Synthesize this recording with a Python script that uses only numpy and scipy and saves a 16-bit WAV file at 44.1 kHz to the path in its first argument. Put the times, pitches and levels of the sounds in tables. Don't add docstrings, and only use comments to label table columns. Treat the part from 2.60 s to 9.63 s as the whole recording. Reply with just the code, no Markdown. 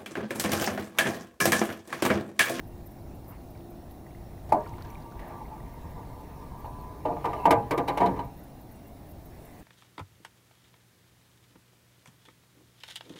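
import sys
import numpy as np
from scipy import signal
from scipy.fft import rfft, irfft
from scipy.io import wavfile
from scipy.ndimage import uniform_filter1d, map_coordinates

SR = 44100
rng = np.random.default_rng(int(sys.argv[2]) if len(sys.argv) > 2 else 0)


def to_wav(s):
    ch = np.atleast_2d(s).T
    pcm = np.round(np.clip(ch, -1, 1) * 32767)
    wavfile.write(sys.argv[1], SR, pcm.astype(np.int16))


def boost(x):
    u = np.asarray(x, float) / 20
    return 10 ** u


N = 310023

# start_s, level_db (peak), weight_db (low modes), hardness_db (crack), chatter_s
NUDGES = [
    (2.593, -41.5, 4, -9, 0.007),
    (2.918, -40, -12, -28, .03),
    (3.372, -36.5, 1, -37, 0.034),
    (4.045, -29.5, -14, -30.5, .02),
]
KNOCKS = [(4.452, -21.5, 1.5, -25.5, 0.022), (4.482, -24, 3, -58, 0.061), (4.512, -26.5, 5, -48, 0.018),
          (4.567, -27, -23, -33, .008), (4.643, -23.5, -6, -20.5, .008), (4.653, -16, -7, -21, 0.0031),
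          (4.731, -22.5, -1.5, -21, 0.0042), (4.854, -9, -5, -21, 0.0094), (4.868, -14, -4, -41, 0.0053),
          (4.907, -9.5, 1, -10.5, 0.0078), (4.924, -15, -10, -30, 0.0061)]
RATTLE = [(5.108, -17, 3, -12.5, 0.017), (5.135, -24, 1, -40, 0.024), (5.176, -17.5, 3, -15, 0.014),
          (5.204, -26.5, -1, -42, 0.011), (5.276, -29.5, -15, -8.5, 0.0082),
          (5.282, -18.5, 2.5, -14.5, 0.019), (5.373, -19.5, -3, -14, 0.017), (5.403, -16, 2, -21.5, 0.012),
          (5.416, -17.5, 4, -25, 0.012), (5.43, -15.5, -7, -29, 0.012), (5.458, -22, 7, -16, 0.018),
          (5.499, -36, 22.5, -19, 0.0083), (5.562, -33, 6, -22, 0.02), (5.591, -25, -9, -20.5, 0.004)]
SIT_DOWN = [
    (1.89, -35.5, 2, -13, 0.038),
    (1.9215, -11.5, 2, -20, 0.0022),
]

# pitch_hz, level_db, t60_s
HULL_MODES = [(74, -15, 0.69), (116.3, -15.5, 0.53), (137.7, -12.5, 0.98), (175, -7, 0.3),
              (280.2, -4, 0.29), (308.2, -5.5, 0.44), (353, 0, 0.16), (432, -7, 0.5), (461.5, -1.5, 0.35),
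              (524.5, -3, 0.25), (611, -6, 0.082), (600, -8, 0.45), (689, -4, 0.42), (725, -4.5, 0.11),
              (830, -27, 0.067), (824, -2, 0.4), (917, 0.5, 0.13), (945, -2.5, 0.28), (983, 0, 0.25),
              (1040, -60.5, 0.28), (1168, -2.5, 0.24), (1206, -2.5, 0.19), (1540, -13.5, 0.23),
              (1606, -10.5, 0.15), (1760, -17, 0.18), (2060, -11, 0.064), (2230, -31, 0.12),
              (2720, -11.5, 0.073), (3010, -11, 0.07)]
# pitch_hz, level_db, t60_s
BENCH_MODES = [(226.7, -15.5, 0.3), (287, -15.5, 0.19), (317, -14, 0.23), (435.6, -18.5, 0.37),
               (525, -21, 0.2), (601, -17, 0.24), (626, -21, 0.16), (667, -9, 0.26), (678, -18, 0.15),
               (722, -3, 0.19), (790, -26, 0.11), (855, -11, 0.055), (918, -20, 0.085), (1008, -15, 0.17),
               (1180, -13.5, 0.19), (1480, -9, 0.17)]
# pitch_hz, level_db, t60_s
RIM_MODES = [(293, -8, 0.085), (414, -5.5, 0.13), (482.3, -9.5, 0.37), (600, -12, 0.39), (705, -18, 0.16),
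             (762, 0, 0.06), (864, -5, 0.26), (923.5, -3.5, 0.2), (930, -0.5, 0.16), (1001, -8, 0.64),
             (1062, -11, 0.086), (1160, -9, 0.27), (1220, -15.5, 0.19), (1340, -30, .04),
             (1660, -11, 0.037), (2170, -13, 0.044)]
# pitch_hz, level_db, t60_s
DENT_MODES = [
    (869, 1.5, 0.08),
    (945, -18, 0.037),
]
# pitch_hz, density_db (per Hz)
SHEET_SPECTRUM = [(100, -59), (250, -8), (700, -6.5), (980, -3), (1100, -31), (1220, -39), (1400, -25.5),
                  (2200, -17.5), (3200, -28.5), (4000, -36), (5000, -64), (7000, -67)]
# pitch_hz, density_db (per Hz)
CRACK_SPECTRUM = [(1350, -25), (2300, -11.5), (2600, -42), (3110, -24.5), (3990, -20), (7110, -24),
                  (12100, -20.5), (16000, -28)]
# pitch_hz, t60_s
CRACK_DECAY = [(300, 0.37), (1000, 0.28), (2000, 0.14), (4000, 0.076), (8000, 0.073), (15000, 0.061)]

# start_s, level_db, pitch_hz, t60_s
BENCH_NOTES = [(1.9212, -9, 867, 0.087), (1.9212, -20, 640, 0.082), (1.922, -26.5, 1185, 0.1),
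               (1.924, -26, 302, 0.073), (1.93, -17, 947, 0.06), (1.944, -17, 725, 0.089),
               (1.945, -24.5, 1003, 0.13), (1.968, -20.5, 612, 0.14), (1.97, -30, 427, 0.21),
               (1.965, -34, 840, 0.091), (1.922, -31, 1600, 0.027)]
# start_s, level_db, pitch_hz, t60_s
PANEL_NOTES = [(5.417, -32.5, 1835, 0.094), (5.418, -41, 2234, .1), (5.431, -38, 1565, .1),
               (5.458, -38, 2070, 0.075), (4.452, -21.5, 624, 0.13), (4.453, -24.5, 858, .1),
               (4.487, -27, 861, 0.24), (4.49, -27, 705, 0.29), (4.506, -31, 984, .12),
               (4.643, -38, 825, 0.08), (4.728, -31, 471, 0.1), (4.733, -30, 946, 0.097),
               (4.756, -33.5, 623, 0.18), (4.835, -28, 966, 0.18), (4.855, -9, 904, 0.059),
               (4.858, -20.5, 290, 0.13), (4.867, -18, 930, .07), (4.874, -21, 688, 0.18),
               (4.88, -25, 615, 0.05), (4.907, -15, 860, 0.062), (4.908, -20, 1199, 0.15),
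               (4.91, -15, 285, 0.11), (4.92, -15.5, 618, 0.1), (4.924, -15.5, 683, 0.16),
               (4.96, -21.5, 118, 0.19), (4.975, -41, 690, 0.12), (4.975, -26, 887, 0.1),
               (5.109, -21, 896, .07), (5.125, -28, 618, 0.1), (5.14, -19, 474, 0.094),
               (5.178, -22, 890, 0.076), (5.373, -29, 600, 0.13), (4.869, -25.5, 177, .2),
               (5.195, -23.5, 476, 0.18), (5.283, -30, 611, 0.26), (5.283, -34, 850, 0.19),
               (5.416, -17.5, 701, 0.26), (5.416, -18.5, 966, 0.19), (5.44, -21, 988, 0.13),
               (5.44, -25, 689, 0.15), (5.453, -21, 186, 0.25), (5.47, -28.5, 489, 0.25),
               (5.591, -28.5, 945, 0.14), (2.81, -37, 856, 0.12), (2.915, -37, 868, 0.18),
               (4.455, -27, 300, 0.19), (4.46, -29, 462, .2), (4.455, -40.5, 1195, 0.26),
                 (4.647, -22, 925, 0.096), (4.643, -28, 1185, 0.12), (4.73, -32.5, 1190, 0.2),
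                 (4.855, -25, 1170, 0.11), (4.862, -34, 1550, .08), (4.912, -27, 1550, .1),
                 (5.112, -22.5, 290, .1), (5.118, -28, 1100, 0.19), (5.176, -35, 1000, 0.11),
                 (5.195, -25, 705, 0.11), (5.283, -29, 305, 0.073), (5.3, -28, 1030, .14),
                 (5.305, -29, 477, .12), (5.405, -22, 360, 0.2), (3.36, -44, 1001, .3),
                 (3.95, -47.5, 1001, 0.54), (5.373, -29, 860, 0.054), (4.045, -44.5, 1001, .7),
                 (3.8, -53, 1001, .8), (4.2, -46.5, 1001, .8)]

# start_s, pressure_db
RESTING = [
    (1.95, -41),
    (2.07, -52),
    (2.5, -57.5),
    (2.56, -54),
    (2.77, -47),
    (2.88, -58),
    (2.99, -57),
    (3.75, -53),
    (4.13, -55),
    (4.44, -52),
]
# start_s, pressure_db
SLIDING = [(4.5, -50), (4.63, -44.5), (4.72, -41), (4.81, -40.5), (4.95, -47), (5.18, -54), (5.33, -42.5),
           (5.5, -42.5), (5.64, -49), (5.7, -65), (5.78, -66)]
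# pitch_hz, width_hz, level_db (over the pressure)
SINGING_MODES = [
    (1001, 6.73, -7),
    (1160, 14, -14),
    (1200, 14, -13.5),
]
# start_s, level_db, pitch_hz, length_s
FLOOR_BOOMS = [
    (4.84, -24.5, 168, 0.25),
    (5.4, -17, 204, 0.11),
    (5.47, -18, 76.4, 0.21),
]
# start_s, level_db, pitch_hz, length_s
HOOP_CLINKS = [
    (5.278, -38, 3870, 0.026),
    (5.456, -39, 3970, 0.018),
    (5.588, -50.5, 4000, 0.018),
]

# start_s, level_db (peak), pitch_hz
DROPS = [(.386, -55, 1400), (.7044, -53, 1350), (.7228, -48, 2070), (.7444, -49, 2070), (.9507, -46, 2250),
         (.9574, -47, 1490), (1.1394, -51, 1450), (1.4656, -41, 1910), (1.5075, -46, 2190),
         (1.5484, -41, 1980), (1.7779, -45, 1900), (2.0622, -36, 1350), (2.077, -43, 4550),
         (2.303, -39, 5700), (2.06, -39, 2200), (2.377, -46, 2100), (2.064, -36, 1050), (2.0844, -48, 2650),
         (2.1375, -38, 2050), (2.1824, -40, 1400), (2.2094, -39, 1280), (2.2473, -38, 1590),
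         (2.3052, -40, 2230), (2.354, -34.5, 2270), (2.52, -40, 1390), (2.594, -35, 1900),
         (2.6306, -40, 1780), (2.6594, -50, 1760), (2.6994, -53, 1650), (2.8544, -41, 2040),
         (3.0024, -41, 1850), (3.2725, -45, 1830), (3.3568, -48, 1660), (3.4326, -43, 1650),
         (3.9689, -50, 1650)]
# start_s, level_db (peak), pitch_hz
SMALL_DROPS = [(.645, -44, 4800), (.9762, -41, 4440), (1.0076, -43, 3180), (1.3114, -41, 4030),
               (2.0073, -40, 5900), (2.02, -47, 3000), (2.25, -37, 5300), (2.262, -46, 4200),
               (2.0747, -39, 9000), (2.0747, -47, 11800), (2.0941, -47, 9500), (2.1834, -49, 9000),
               (2.2233, -35, 11000), (2.2233, -43, 8500), (2.2996, -44, 11500), (2.348, -41, 7800),
               (2.209, -42, 2300), (2.0747, -46, 2800), (2.0941, -36, 5690), (2.153, -50, 3320),
               (2.1834, -39, 3780), (2.2239, -29.5, 4300), (2.2544, -45, 3590), (2.304, -46, 8000),
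               (2.348, -37, 3450), (2.4245, -39, 4430), (2.4628, -46, 4490), (2.5144, -45, 3810),
               (2.5935, -48, 3830), (2.7806, -44, 3600), (3.4521, -44, 4590)]
# start_s, level_db, pitch_hz, length_s
SLOSHES = [(.68, -59, 1480, 0.087), (.685, -37, 950, 0.069), (.7, -52, 2100, 0.075), (.93, -66, 1800, .04),
           (2.183, -32, 1000, 0.01), (2.21, -34, 1300, 0.0083), (2.245, -53, 3500, 0.018),
           (2.04, -49, 1830, 0.034), (2.17, -49, 1690, 0.16), (2.57, -44, 1820, 0.18),
           (2.6, -29, 725, 0.18), (2.85, -33, 740, 0.12)]
# start_s, level_db, pitch_hz, length_s
RUSTLES = [
    (6.15, -60, 9500, .03),
    (6.455, -65, 9500, .03),
    (6.783, -60, 9300, 0.15),
    (6.98, -57, 8500, 0.031),
]

# start_s, level_db (peak)
LOW_TICKS = [(.07, -52), (.31, -50), (.5457, -54), (.9014, -54), (1.1, -51), (1.307, -50), (2.2997, -50),
             (2.676, -52), (3.603, -56), (4.0542, -54), (6.112, -49)]
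# start_s, level_db (peak)
HIGH_TICKS = [(.2598, -45), (.677, -47), (.689, -46), (.703, -47), (3.134, -53), (3.305, -55),
              (3.9938, -52), (4.207, -54), (4.632, -54), (5.135, -50), (5.6421, -52), (5.765, -53),
              (5.787, -51), (5.832, -52), (6.007, -52), (6.2687, -51), (6.488, -50), (6.506, -49),
              (6.6518, -50), (6.8453, -50)]
# pitch_hz, width_hz, level_db
FAR_CHORUS = [
    (2766, 90, -79),
    (5500, 200, -80.5),
    (11000, 150, -81),
    (13720, 200, -78),
]
# start_s, level_db, start_hz, end_hz, length_s
CHIRPS = [
    (3.44, -71, 4720, 4200, .085),
    (4.02, -68, 4650, 4080, 0.068),
    (4.17, -67, 4680, 4050, 0.067),
]

# pitch_hz, density_db (per Hz)
RUMBLE_SPECTRUM = [(7.1, -53), (12, -16), (49, -1), (109, -6.5), (183, -16), (205, -29), (220, -16.5),
                   (290, -24.5), (480, -120)]
RIVER_SPECTRUM = [(76, -37), (130, 2), (205, -3), (285, 0), (315, -2), (344, -6.5), (396, -7), (420, -7),
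                  (474, -11.5), (698, -6), (1400, -26), (1820, -34), (3080, -120)]
RIPPLE_SPECTRUM = [(650, -0.5), (1100, -12), (1330, -6.5), (1900, -0.5), (2470, -5.5), (2710, -8.5),
                   (3500, -15.5), (4550, -17), (7700, -120)]
HISS_SPECTRUM = [(1800, -27), (3000, -8.5), (3840, -1), (4780, -6), (5310, -4), (7780, -7.5), (10700, -4),
                 (11500, -5.5), (13600, -3), (14500, -3), (16500, -6.5)]
# start_s, strength_db
BREEZE_LEVEL = [(0, -47), (.41, -44.5), (1.33, -48), (1.84, -42), (2.6, -46.5), (3.07, -41.5), (3.68, -45),
                (4.38, -42.5), (4.8, -44), (5.35, -48), (5.93, -47.5), (6.52, -49.5), (7.03, -51.5)]
# start_s, share (0-1)
WATER_STIR = [(0, 0.13), (1.5, 0.07), (2.09, 1), (2.5, 0.5), (3.0, 0.83), (4.4, 0.73), (5.6, 0.44),
              (5.95, 0.33), (6.55, 0.36), (7.03, 0.96)]
# start_s, level_db
MOTOR_LEVEL = [(0, -52.5), (.8, -59), (1.0, -47), (1.3, -54.5), (2.5, -54), (2.8, -54.5), (3.4, -84),
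               (5.4, -60), (5.8, -66), (7.03, -72)]
# pitch_hz, gain_db
BAND_LIMIT = [
    (15700, 0),
    (15880, -30),
    (16600, -45),
    (17000, -100),
]


def unit(x):
    return x / np.sqrt(np.mean(x ** 2) + 1e-20)


def along(points, hz):
    f, v = np.transpose(points)
    return np.interp(np.log(hz + 1), np.log(f + 1), v)


def curve(rows):
    s, value = np.transpose(rows)
    return np.interp(np.arange(N) / SR, s, value)


def wobble(rate):
    knots = rng.standard_normal(int(N * rate / SR) + 4)
    return map_coordinates(knots, [np.arange(N) * rate / SR])


def add(track, s, sound):
    part = track[round(s * SR):][:len(sound)]
    part += sound[:len(part)]


def rush(spectrum, patchy_db):
    hz, _, z = signal.stft(rng.standard_normal(N + 1024), SR, nperseg=1024)
    field = uniform_filter1d(rng.standard_normal(z.shape), size=8, axis=0)
    field = unit(uniform_filter1d(field, size=5, axis=1))
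    gain = boost(along(spectrum, hz)[:, None] + patchy_db * field)
    return unit(signal.istft(z * gain, nperseg=1024)[1][:N])


def bursts(events, sharpness, gain_db):
    out, t = np.zeros(N), np.arange(SR // 4) / SR
    for s, db, hz, length in events:
        rasp = rng.standard_normal(len(t)) * np.sin(np.pi * np.clip(t / length, 0, 1)) ** 0.29
        b, a = signal.iirpeak(min(hz, 15000), sharpness, SR)
        puff = signal.lfilter(b, a, signal.lfilter(b, a, rasp))
        add(out, s, boost(db + gain_db) * puff)
    return out


def ringing(modes, gain_db, blur_hz):
    coarse = 6
    t = np.arange(0, SR // 3, coarse) / SR
    hz, db, t60 = np.tile(np.transpose(modes), 3)[:, :, None]
    neighbour = np.arange(len(hz))[:, None] >= len(modes)
    hz = hz + neighbour * blur_hz * rng.standard_normal(hz.shape)
    gain_db = np.resize(gain_db, len(hz))[:, None]
    rise = 1 - np.exp(-t * hz / .9)
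    level = boost(db + gain_db - 6 * neighbour - 60 * t / t60) * rise
    ring = np.sum(level * np.sin(2 * np.pi * (hz * t + rng.random(hz.shape))), axis=0)
    return signal.resample_poly(ring, coarse, 1)


def dent(t):
    tones = sum(boost(db - 60 * t / t60) * np.sin(2 * np.pi * hz * t) for hz, db, t60 in DENT_MODES)
    return tones * (1 - np.exp(-t / 0.00049))


def crack_and_sheet(t, colour, hardness_db, chatter, sheet_db):
    hz, age, z = signal.stft(rng.standard_normal(len(t)), SR, nperseg=192)
    octaves = np.log2(np.maximum(hz / 4000, 1))
    crack = boost(along(CRACK_SPECTRUM, hz) + hardness_db * (1 + 0.14 * octaves) + 15.5)
    sheet = boost(along(SHEET_SPECTRUM, hz) + along(colour, hz) + sheet_db)
    hold = 0.51 * chatter * np.minimum(1, 4000 / (hz[:, None] + 1)) ** 1.2
    fall_db = -60 * np.maximum(age - hold, 0) / along(CRACK_DECAY, hz)[:, None]
    dense = signal.istft(z * (crack + sheet)[:, None] * boost(fall_db), nperseg=192)[1]
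    return dense[:len(t)] * (1 - np.exp(-t / 0.00098))


def blows(events, modes, bright_db, trim_db, scatter_db, blur_hz, sheet_db, dent_db):
    out, t = np.zeros(N), np.arange(SR // 4) / SR
    mode_hz = np.transpose(modes)[0]
    for s, db, weight_db, hardness_db, chatter in events:
        high_db = bright_db + 0.67 * hardness_db
        colour = [(250, weight_db), (750, 0), (1000, 0), (1200, 0.43 * high_db), (1500, high_db)]
        gain_db = along(colour, mode_hz) + scatter_db * rng.standard_normal(len(modes))
        ring = ringing(modes, gain_db, blur_hz)
        force = 0.045 * rng.standard_normal(len(t)) * np.exp(-(t / chatter) ** 2)
        force[0] += 1.8
        add(out, s, boost(db + trim_db) * signal.fftconvolve(force, ring))
        dull_db = 0.25 * min(high_db, 0) - 0.3 * weight_db
        add(out, s, boost(db + dent_db + dull_db) * dent(t))
        add(out, s, boost(db) * crack_and_sheet(t, colour, hardness_db, chatter, sheet_db))
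    return out


def handle_on_hull():
    return blows(NUDGES + KNOCKS + RATTLE, HULL_MODES, bright_db=11.0, trim_db=-22, scatter_db=0.5,
                 blur_hz=22.53, sheet_db=6.0, dent_db=-9)


def angler_sits():
    return blows(SIT_DOWN, BENCH_MODES, bright_db=-7.0, trim_db=-11, scatter_db=-1.0,
                 blur_hz=36.2, sheet_db=6.5, dent_db=-24)


def panel_notes():
    out, t = np.zeros(N), np.arange(SR // 4) / SR
    for s, db, hz, t60 in BENCH_NOTES + PANEL_NOTES:
        rise = 1 - np.exp(-t * hz / 1.44)
        add(out, s, boost(db - 60 * t / t60) * rise * np.sin(2 * np.pi * hz * t))
    return out


def rubbing():
    grit = rng.standard_normal(N) * boost(2.5 * wobble(60) + 1.2 * wobble(14))
    spots = []
    for _ in range(2):
        ring = ringing(RIM_MODES, 0.69 * rng.standard_normal(len(RIM_MODES)), blur_hz=19.3)
        spots.append(signal.oaconvolve(grit, ring)[:N])
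    turn = wobble(3)
    rim = unit(np.cos(turn) * spots[0] + np.sin(turn) * spots[1])
    s = np.arange(N) / SR
    scrape = boost(-13.5) * rush(RIPPLE_SPECTRUM, patchy_db=5.0)
    fizz = boost(-25.5) * rush(HISS_SPECTRUM, patchy_db=1.5)
    friction = rim + (scrape + fizz) * (s > SLIDING[0][0])
    touching = (s > RESTING[0][0]) * (s < SLIDING[-1][0])
    return boost(curve(RESTING + SLIDING) + 3.0) * friction * touching


def singing_rim():
    s, lines = np.arange(N) / SR, np.zeros(N)
    for hz, width_hz, db in SINGING_MODES:
        lines += boost(db + 2.5 * wobble(2.88)) * wobble(width_hz) * np.sin(2 * np.pi * hz * s)
    return boost(curve(RESTING)) * lines * (s > 2.1) * (s < RESTING[-1][0])


def floor_and_hoop():
    return bursts(FLOOR_BOOMS, sharpness=0.79, gain_db=5.0) + bursts(HOOP_CLINKS, sharpness=9.1, gain_db=9.5)


def drips():
    out, t = np.zeros(N), np.arange(SR // 20) / SR
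    patter_s = 2.03 + 0.3 * rng.exponential(size=260)
    patter_db = -51.5 + 3.5 * rng.standard_normal(260)
    patter_hz = 3000 * np.exp(.45 * rng.standard_normal(260))
    patter = np.c_[patter_s, patter_db, patter_hz]
    for drops, life_cycles in (DROPS, 14), (SMALL_DROPS, 4.1), (patter, 4.1):
        for s, db, hz in drops:
            age = t * hz / life_cycles
            envelope = np.exp(-2.5 * age) * (1 - np.exp(-12 * age))
            bubble = np.sin(2 * np.pi * hz * t * (1 + 0.034 * age))
            add(out, s, 0.66 * boost(db) * envelope * bubble)
    return out


def slosh_and_rustle():
    return bursts(SLOSHES + RUSTLES, sharpness=1.93, gain_db=0.0)


def insects():
    tick_s = 0.018
    low = [(s, db, 12700, tick_s) for s, db in LOW_TICKS]
    high = [(s, db, 13550, tick_s) for s, db in HIGH_TICKS]
    core = [(s, db, 13700, tick_s) for s, db in HIGH_TICKS]
    out = bursts(low + high, sharpness=3.8, gain_db=-0.5) + bursts(core, sharpness=22, gain_db=-1)
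    t = np.arange(N) / SR
    for hz, width_hz, db in FAR_CHORUS:
        level = boost(db + 3 * wobble(30) + 1.5 * wobble(4))
        out += level * wobble(width_hz) * np.sin(2 * np.pi * hz * t)
    return out


def bird():
    out = np.zeros(N)
    for s, db, start_hz, end_hz, length in CHIRPS:
        hz = np.linspace(start_hz, end_hz, int(length * SR))
        add(out, s, boost(db) * np.hanning(len(hz)) * np.sin(2 * np.pi * np.cumsum(hz) / SR))
    return out


def far_motor():
    turns = np.cumsum(345.2 + 3.43 * wobble(7.4)) / SR
    return boost(curve(MOTOR_LEVEL) + 2.5 * wobble(12.0)) * np.sin(2 * np.pi * turns)


def river_and_air():
    stir = curve(WATER_STIR)
    lull_db = -1.5 * np.clip((np.arange(N) / SR - 5.53) / 0.59, 0, 1)
    rumble_db = curve(BREEZE_LEVEL) + 0.92 * wobble(4.46)
    river_db = -48.5 + 0.54 * stir + lull_db + 0.14 * wobble(4.9)
    ripple_db = -66.5 + 6 * stir + 0.11 * wobble(4.1)
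    hiss_db = -65 + 2 * stir
    rumble = boost(rumble_db) * rush(RUMBLE_SPECTRUM, patchy_db=1.05)
    river = boost(river_db) * rush(RIVER_SPECTRUM, patchy_db=-0.1)
    ripple = boost(ripple_db) * rush(RIPPLE_SPECTRUM, patchy_db=2.5)
    hiss = boost(hiss_db) * rush(HISS_SPECTRUM, patchy_db=1.7)
    return rumble + river + ripple + hiss


def scene():
    boat = handle_on_hull() + angler_sits() + panel_notes() + rubbing() + singing_rim() + floor_and_hoop()
    water = drips() + slosh_and_rustle()
    background = insects() + bird() + far_motor() + river_and_air()
    return (boat + water + background)[None]


def camera_whine():
    t = np.arange(N) / SR
    line_hz, frame_hz = 15478.36, 57.326
    reading = (t * frame_hz + .36) % 1 < .69
    return boost(-67.5) * uniform_filter1d(reading * 1., size=30) * np.sin(2 * np.pi * line_hz * t)


def band_limit(x):
    return signal.sosfilt(signal.butter(12, 16630, fs=SR, output="sos"), x)


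def record(dry):
    soft = dry / (1 + np.abs(dry / .5) ** 4) ** .25
    gain = boost(along(BAND_LIMIT, np.fft.rfftfreq(N, 1 / SR)))
    limited = irfft(rfft(soft + camera_whine()) * gain, N)
    return band_limit(limited)


dry = scene()
out = record(dry)
to_wav(out)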